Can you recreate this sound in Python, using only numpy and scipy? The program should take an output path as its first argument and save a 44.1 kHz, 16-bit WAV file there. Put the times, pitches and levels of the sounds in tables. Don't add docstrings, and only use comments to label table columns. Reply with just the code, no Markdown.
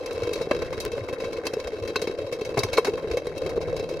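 import sys
import numpy as np
from scipy import signal
from scipy.fft import rfft, irfft
from scipy.io import wavfile

SR = 44100
rng = np.random.default_rng(int(sys.argv[2]) if len(sys.argv) > 2 else 0)


def waveform_to_disk(signal):
    frames = np.transpose(np.atleast_2d(signal))
    scaled = np.clip(frames, -1, 1) * 32767
    samples = np.round(scaled).astype(np.int16)
    wavfile.write(sys.argv[1], SR, samples)


N = 176400
T = np.arange(N) / SR


# time in seconds, then relative levels of rumble, boom, grit and pebbles in dB.
ROLL_LEVELS = [(0, -45.5, -31, -39.5, -47.5), (.75, -38, -32.5, -42.5, -49), (1.4, -45, -33.5, -44, -45.5),
               (2.45, -43, -33.5, -44, -55), (2.7, -38.5, -33, -38.5, -49), (2.95, -43, -32, -45.5, -48.5),
               (3.4, -41.5, -33.5, -45, -52), (3.58, -36.5, -29.5, -46, -43), (4, -42, -33, -43, -56.5)]
# frequency in Hz, relative level in dB.
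RUMBLE_SPECTRUM = [(18, -14), (30, -5), (50, -4.5), (100, 3.5), (210, -8.5), (300, 3.5), (600, -21),
                   (1500, -88)]
BOOM_SPECTRUM = [(100, -26.5), (250, -13), (340, -3), (400, -7.5), (432, 0.5), (470, 1), (540, -1.5),
                 (620, -9), (800, -16.5), (4000, -72.5)]
GRIT_SPECTRUM = [(200, -10.5), (700, 9), (1600, -2), (2200, -12.5), (3000, -12), (6000, -12), (8000, -22),
                 (11500, -23.5), (16000, -40)]
# time in seconds, level in dB.
HUM_LEVELS = [(0, -66), (.7, -45.5), (1.0, -65.5), (3.25, -49), (3.45, -47), (4, -41.5)]

def rolling(half_turn_s=.375, lump_s=.0053, hum_hz=159.5, hum_width_hz=9.8):
    times, rumble_db, boom_db, grit_db, _ = np.transpose(ROLL_LEVELS)
    lumps = unit(signal.fftconvolve(rng.standard_normal(N), np.hanning(int(2 * lump_s * SR)), "same"))
    force = contact_force()
    rough = force * amp(2.5 * lumps)
    steady = (force + .67 * rng.standard_normal((2, N))) * amp(2.35 * lumps)
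    body = unit(colour(steady, BOOM_SPECTRUM))
    sway_hz = 500.5 + 28.7 * np.cos(2 * np.pi * (T - .03) / half_turn_s)
    sway = resonate(body, sway_hz, width_hz=31)
    boom = (amp(1) * body + amp(-12) * sway) * amp(np.interp(T, times, boom_db))
    rumble = unit(colour(rough, RUMBLE_SPECTRUM)) * amp(np.interp(T, times, rumble_db) - 1)
    grit = unit(shell(rough, GRIT_SPECTRUM)) * amp(np.interp(T, times, grit_db))
    hum = resonate(resonate(steady, hum_hz, hum_width_hz), hum_hz, 2 * hum_width_hz)
    hum *= amp(np.interp(T, *np.transpose(HUM_LEVELS)))
    return spread(rumble + boom + grit + hum)


def contact_force(grains_per_s=300, spread_db=4.5, smear_s=.0032, scrape=.24):
    sizes = amp(spread_db * np.minimum(rng.exponential(1, N), 3.4))
    grains = sizes * (rng.random(N) < grains_per_s / SR)
    power = signal.lfilter([1], [1, -np.exp(-1 / (smear_s * SR))], grains ** 2)
    return unit(np.sqrt(power / power.mean() + scrape ** 2) * rng.standard_normal((2, N)))


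# frequency in Hz, bandwidth in Hz, height in dB.
SHELL_MODES = [(1041, 52, 8.5), (1564, 39, 4.5), (2208, 87, 15.5), (2632, 46, 21), (3200, 19.6, 17.5),
               (3827, 30.6, 17.5), (3980, 35, 14.5), (4233, 39, 12), (4655, 64, 10.5), (5240, 31, 12.5),
               (6020, 14, 6)]

def shell(x, spectrum=((1, 0),)):
    return colour(x, spectrum, SHELL_MODES)


# time in seconds, relative level in dB, nominal pitch in Hz.
BUMPS = [(0.412, -15, 481), (0.472, -15, 460), (0.513, -11, 580), (0.981, -21, 550), (1.13, -15, 512),
         (1.241, -15.5, 492), (1.536, -15.5, 500), (1.569, -13, 438), (1.961, -13, 433), (2.024, -16, 487),
         (2.075, -16, 460), (2.097, -15.5, 393), (2.327, -16.5, 505), (2.416, -14.5, 431),
         (2.589, -11.5, 425), (2.648, -16, 423), (2.783, -2.5, 443), (2.875, -13.5, 444), (2.883, -7, 440),
         (3.045, -14.5, 460), (3.172, -11.5, 521), (3.27, -16, 487), (3.461, -15, 386), (3.573, -14, 400),
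         (3.798, -16, 450)]
DIPS = [(0.222, -31, 103), (1.006, -30.5, 103), (1.647, -34.5, 60.4), (1.812, -31, 92), (2.232, -36, 105),
        (2.572, -27, 118), (2.63, -26.5, 104), (3.105, -28.5, 62.6)]

def bumps():
    out = np.zeros(N)
    for start, db, hz in BUMPS:
        rise_s = .0068 * amp(.2 * db)
        add(out, start, amp(-25.5) * push(contact_s=.00053))
        add(out, start - rise_s / 2, swell(db - 4.5, hz, rise_s))
    for start, db, hz in DIPS:
        add(out, start, swell(db, hz, rise_s=.014))
    return out


# start in seconds, relative middle, treble and top levels in dB, decay constant in seconds.
CLACKS = [(.060, -33, -33.5, -40.5, 0.0046), (0.128, -61, -43, -46.5, 0.0055),
          (0.233, -32.5, -36, -46.5, 0.0059), (.332, -36, -29.5, -36.5, 0.0069),
          (.355, -42, -40.5, -51, 0.012), (.413, -34.5, -38, -50, 0.014),
          (.510, -16.5, -31.5, -43.5, 0.0058), (.618, -27.5, -40, -51, 0.0081),
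          (.727, -30, -42, -51.5, 0.012), (0.801, -40, -33, -37.5, 0.011), (0.917, -37, -38.5, -46, 0.0052),
          (.977, -30, -49, -57, 0.0071), (1.085, -30.5, -42.5, -52, 0.0092),
          (1.131, -34.5, -46, -48.5, 0.0091), (1.201, -36, -42.5, -54, 0.014),
          (1.241, -33.5, -43.5, -52.5, 0.013), (1.329, -35, -36.5, -46.5, 0.0054),
          (1.453, -32.5, -40, -47, 0.0091), (1.467, -26, -24, -32, 0.0047), (1.535, -31, -34, -41, 0.0053),
          (1.599, -35, -32.5, -48, 0.0045), (1.671, -33.5, -40.5, -49, 0.0083),
          (1.875, -36, -38.5, -47.5, 0.01), (1.958, -25, -25, -36.5, 0.0055),
          (2.016, -31.5, -33, -40.5, 0.011), (2.071, -29.5, -36, -50, 0.0088),
          (2.324, -33.5, -37, -45.5, 0.012), (2.41, -38, -40, -53, 0.0096),
          (2.449, -36.5, -39, -45.5, 0.0089), (2.574, -20, -33.5, -41, 0.0091),
          (2.59, -52, -22, -30, 0.0048), (2.633, -23.5, -27, -34, 0.0075), (2.73, -27.5, -30, -39.5, 0.013),
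          (2.770, -33, -29, -46, 0.012), (2.779, -16.5, -36, -32, 0.0071),
          (2.846, -24.5, -30.5, -39.5, 0.011), (2.868, -25, -39.5, -45.5, 0.013),
          (2.976, -34, -51.5, -60, 0.019), (3.112, -28, -35, -48, 0.0068),
          (3.170, -29.5, -36.5, -43.5, 0.0085), (3.268, -32.5, -38.5, -46.5, 0.005),
          (3.378, -33.5, -36, -42, 0.0045), (3.462, -30.5, -36.5, -48, 0.0067),
          (3.492, -35, -43, -50, 0.011), (3.612, -40, -41.5, -56.5, 0.015),
          (3.764, -34.5, -37, -45, 0.0066), (3.795, -39, -39.5, -49, 0.0062), (3.889, -42, -43, -52, 0.014)]
# frequency in Hz, gain in dB.
CLACK_SPECTRUM = [(100, -7), (400, 21), (800, 10.5), (2200, 2.5), (3100, -1), (6000, 10.5), (8000, 3.5),
                  (11000, 6), (16000, -8.5)]

def clacks(bands_hz=(1500, 4200, 10000), rise_s=.0013, tail_s=.05):
    out, t = np.zeros((2, N)), T[:SR // 7]
    hz = np.fft.rfftfreq(len(t), 1 / SR)
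    for start, *bands_db, decay_s in CLACKS:
        tone = amp(level_at(list(zip(bands_hz, bands_db)), hz))
        burst = irfft(rfft(rng.standard_normal((2, len(t)))) * tone, len(t))
        fall = np.exp(-t / decay_s) + amp(-31) * np.exp(-t / tail_s)
        add(out, start, burst * (1 - np.exp(-t / rise_s)) * fall)
    return spread(shell(out, CLACK_SPECTRUM))


# start in seconds, relative level in dB, contact time in seconds, wall pitch in Hz.
JOLTS = [(0.513, -23.5, 0.00069, 1180), (0.517, -22, 0.00045, 1634), (1.958, -21.5, 0.00025, 1495),
         (2.573, -20, 0.00043, 710), (2.580, -18, 0.00067, 660), (2.777, -17, 0.00016, 1276),
         (2.782, -21, 0.00017, 1103)]

def jolts(decay_s=.0053):
    out, t = np.zeros(N), T[:SR // 16]
    for start, db, contact_s, hz in JOLTS:
        ring = amp(-2.5) * np.exp(-t / decay_s) * np.sin(2 * np.pi * hz * t)
        add(out, start, amp(db) * (push(contact_s) - ring))
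    return shell(out[None])


# start in seconds, relative level in dB, pitch in Hz.
PINGS = [(.513, -19, 2650), (1.958, -13.5, 1058), (1.960, -17.5, 2640), (1.959, -31, 3800),
         (1.959, -22, 4200), (2.590, -21, 4600), (2.633, -13.5, 2182), (2.771, -20.5, 4260),
         (2.780, -21, 2210)]

def pings(rise_s=.0026):
    out, t = np.zeros(N), T[:SR // 7]
    mode_hz, width_hz, _ = np.transpose(SHELL_MODES)
    for start, db, hz in PINGS:
        nearest = np.argmin(abs(mode_hz - hz))
        envelope = (1 - np.exp(-t / rise_s)) * np.exp(-np.pi * width_hz[nearest] * t)
        add(out, start, amp(db) * envelope * np.sin(2 * np.pi * hz * t))
    return out


def pebbles(per_s=130, low_hz=1090, high_hz=1970, bounce_s=.0064):
    out = np.zeros((2, N))
    times, *_, pebble_db = np.transpose(ROLL_LEVELS)
    for when, pitch, size, place, gap in rng.random((int(per_s * N / SR), 5)):
        start = when * N / SR
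        hz = low_hz * (high_hz / low_hz) ** pitch
        db = np.interp(start, times, pebble_db) + 11 * size ** 2
        tap = np.outer([1, 2 * np.cos(np.pi * place)], swell(db, hz, rise_s=.00099))
        add(out, start, tap)
        add(out, start + bounce_s * (.5 + gap), .5 * tap)
    return amp(-3.5) * spread(shell(out))


def tick(start=.8521, decay_s=.00005):
    out = np.zeros(N)
    add(out, start, -amp(-11) * np.exp(-T[:SR // 200] / decay_s))
    return out


def swell(db, hz, rise_s, sag=.11):
    age = T[:SR // 7] / rise_s
    cycles = np.cumsum(hz * (1 + sag * (np.exp(-age / 2) - .5))) / SR
    return amp(db) * (age * np.exp(1 - age)) ** 2 * np.sin(2 * np.pi * cycles)


def push(contact_s):
    age = T[:SR // 16] / contact_s
    return age * (age - 2) * np.exp(1 - age)


def resonate(x, hz, width_hz):
    carrier = np.exp(2j * np.pi * np.cumsum(hz * np.ones(N)) / SR)
    pole = np.exp(-np.pi * width_hz / SR)
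    return unit((carrier * signal.lfilter([1 - pole], [1, -pole], x / carrier)).real)


def colour(x, spectrum, modes=(), size=8192):
    hz = abs(np.fft.fftfreq(size, 1 / SR))
    power = 1 + sum(amp(db) ** 2 / (1 + (2 * (hz - f) / width) ** 2) for f, width, db in modes)
    log_gain = np.log(amp(level_at(spectrum, hz)) * np.sqrt(power))
    taps = np.fft.ifft(np.exp(np.conj(signal.hilbert(log_gain)))).real[:size // 2]
    return signal.oaconvolve(x, taps[None], axes=1)[:, :N]


# frequency in Hz, gain of the side signal in dB.
SIDE_GAIN = [(30, 1), (160, -7), (300, -16), (480, -35), (700, -9.5), (1200, -5), (5000, -2.5),
             (12000, -3.5)]

def spread(pair):
    side = irfft(rfft(pair[1]) * amp(level_at(SIDE_GAIN, np.fft.rfftfreq(N, 1 / SR))), N)
    return np.array([pair[0] + side, pair[0] - side])


def amp(db):
    return 10 ** (np.asarray(db) / 20)


def unit(x):
    return x / np.sqrt(np.mean(x ** 2) + 1e-20)


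def level_at(spectrum, hz):
    knots_hz, db = np.transpose(spectrum)
    return np.interp(np.log(hz + 1), np.log(knots_hz), db)


def add(mix, start, sound):
    part = mix[..., round(start * SR):][..., :sound.shape[-1]]
    part += sound[..., :part.shape[-1]]


def scene():
    return rolling() + pebbles() + clacks() + bumps() + jolts() + pings() + tick()


# frequency in Hz, level of left over right in dB.
LEFT_LEAN = [(500, .9), (1100, 2.2), (2600, 2.4), (4500, .5)]

def record(dry, cutoff_hz=16100):
    lean_db = level_at(LEFT_LEAN, np.fft.rfftfreq(N, 1 / SR)) / 2
    leaning = irfft(rfft(dry) * amp([lean_db, -lean_db]), N)
    low_pass = signal.firwin(255, cutoff_hz, window=("kaiser", 9), fs=SR)
    return signal.oaconvolve(leaning, low_pass[None], "same")


dry = scene()
out = record(dry)
waveform_to_disk(out)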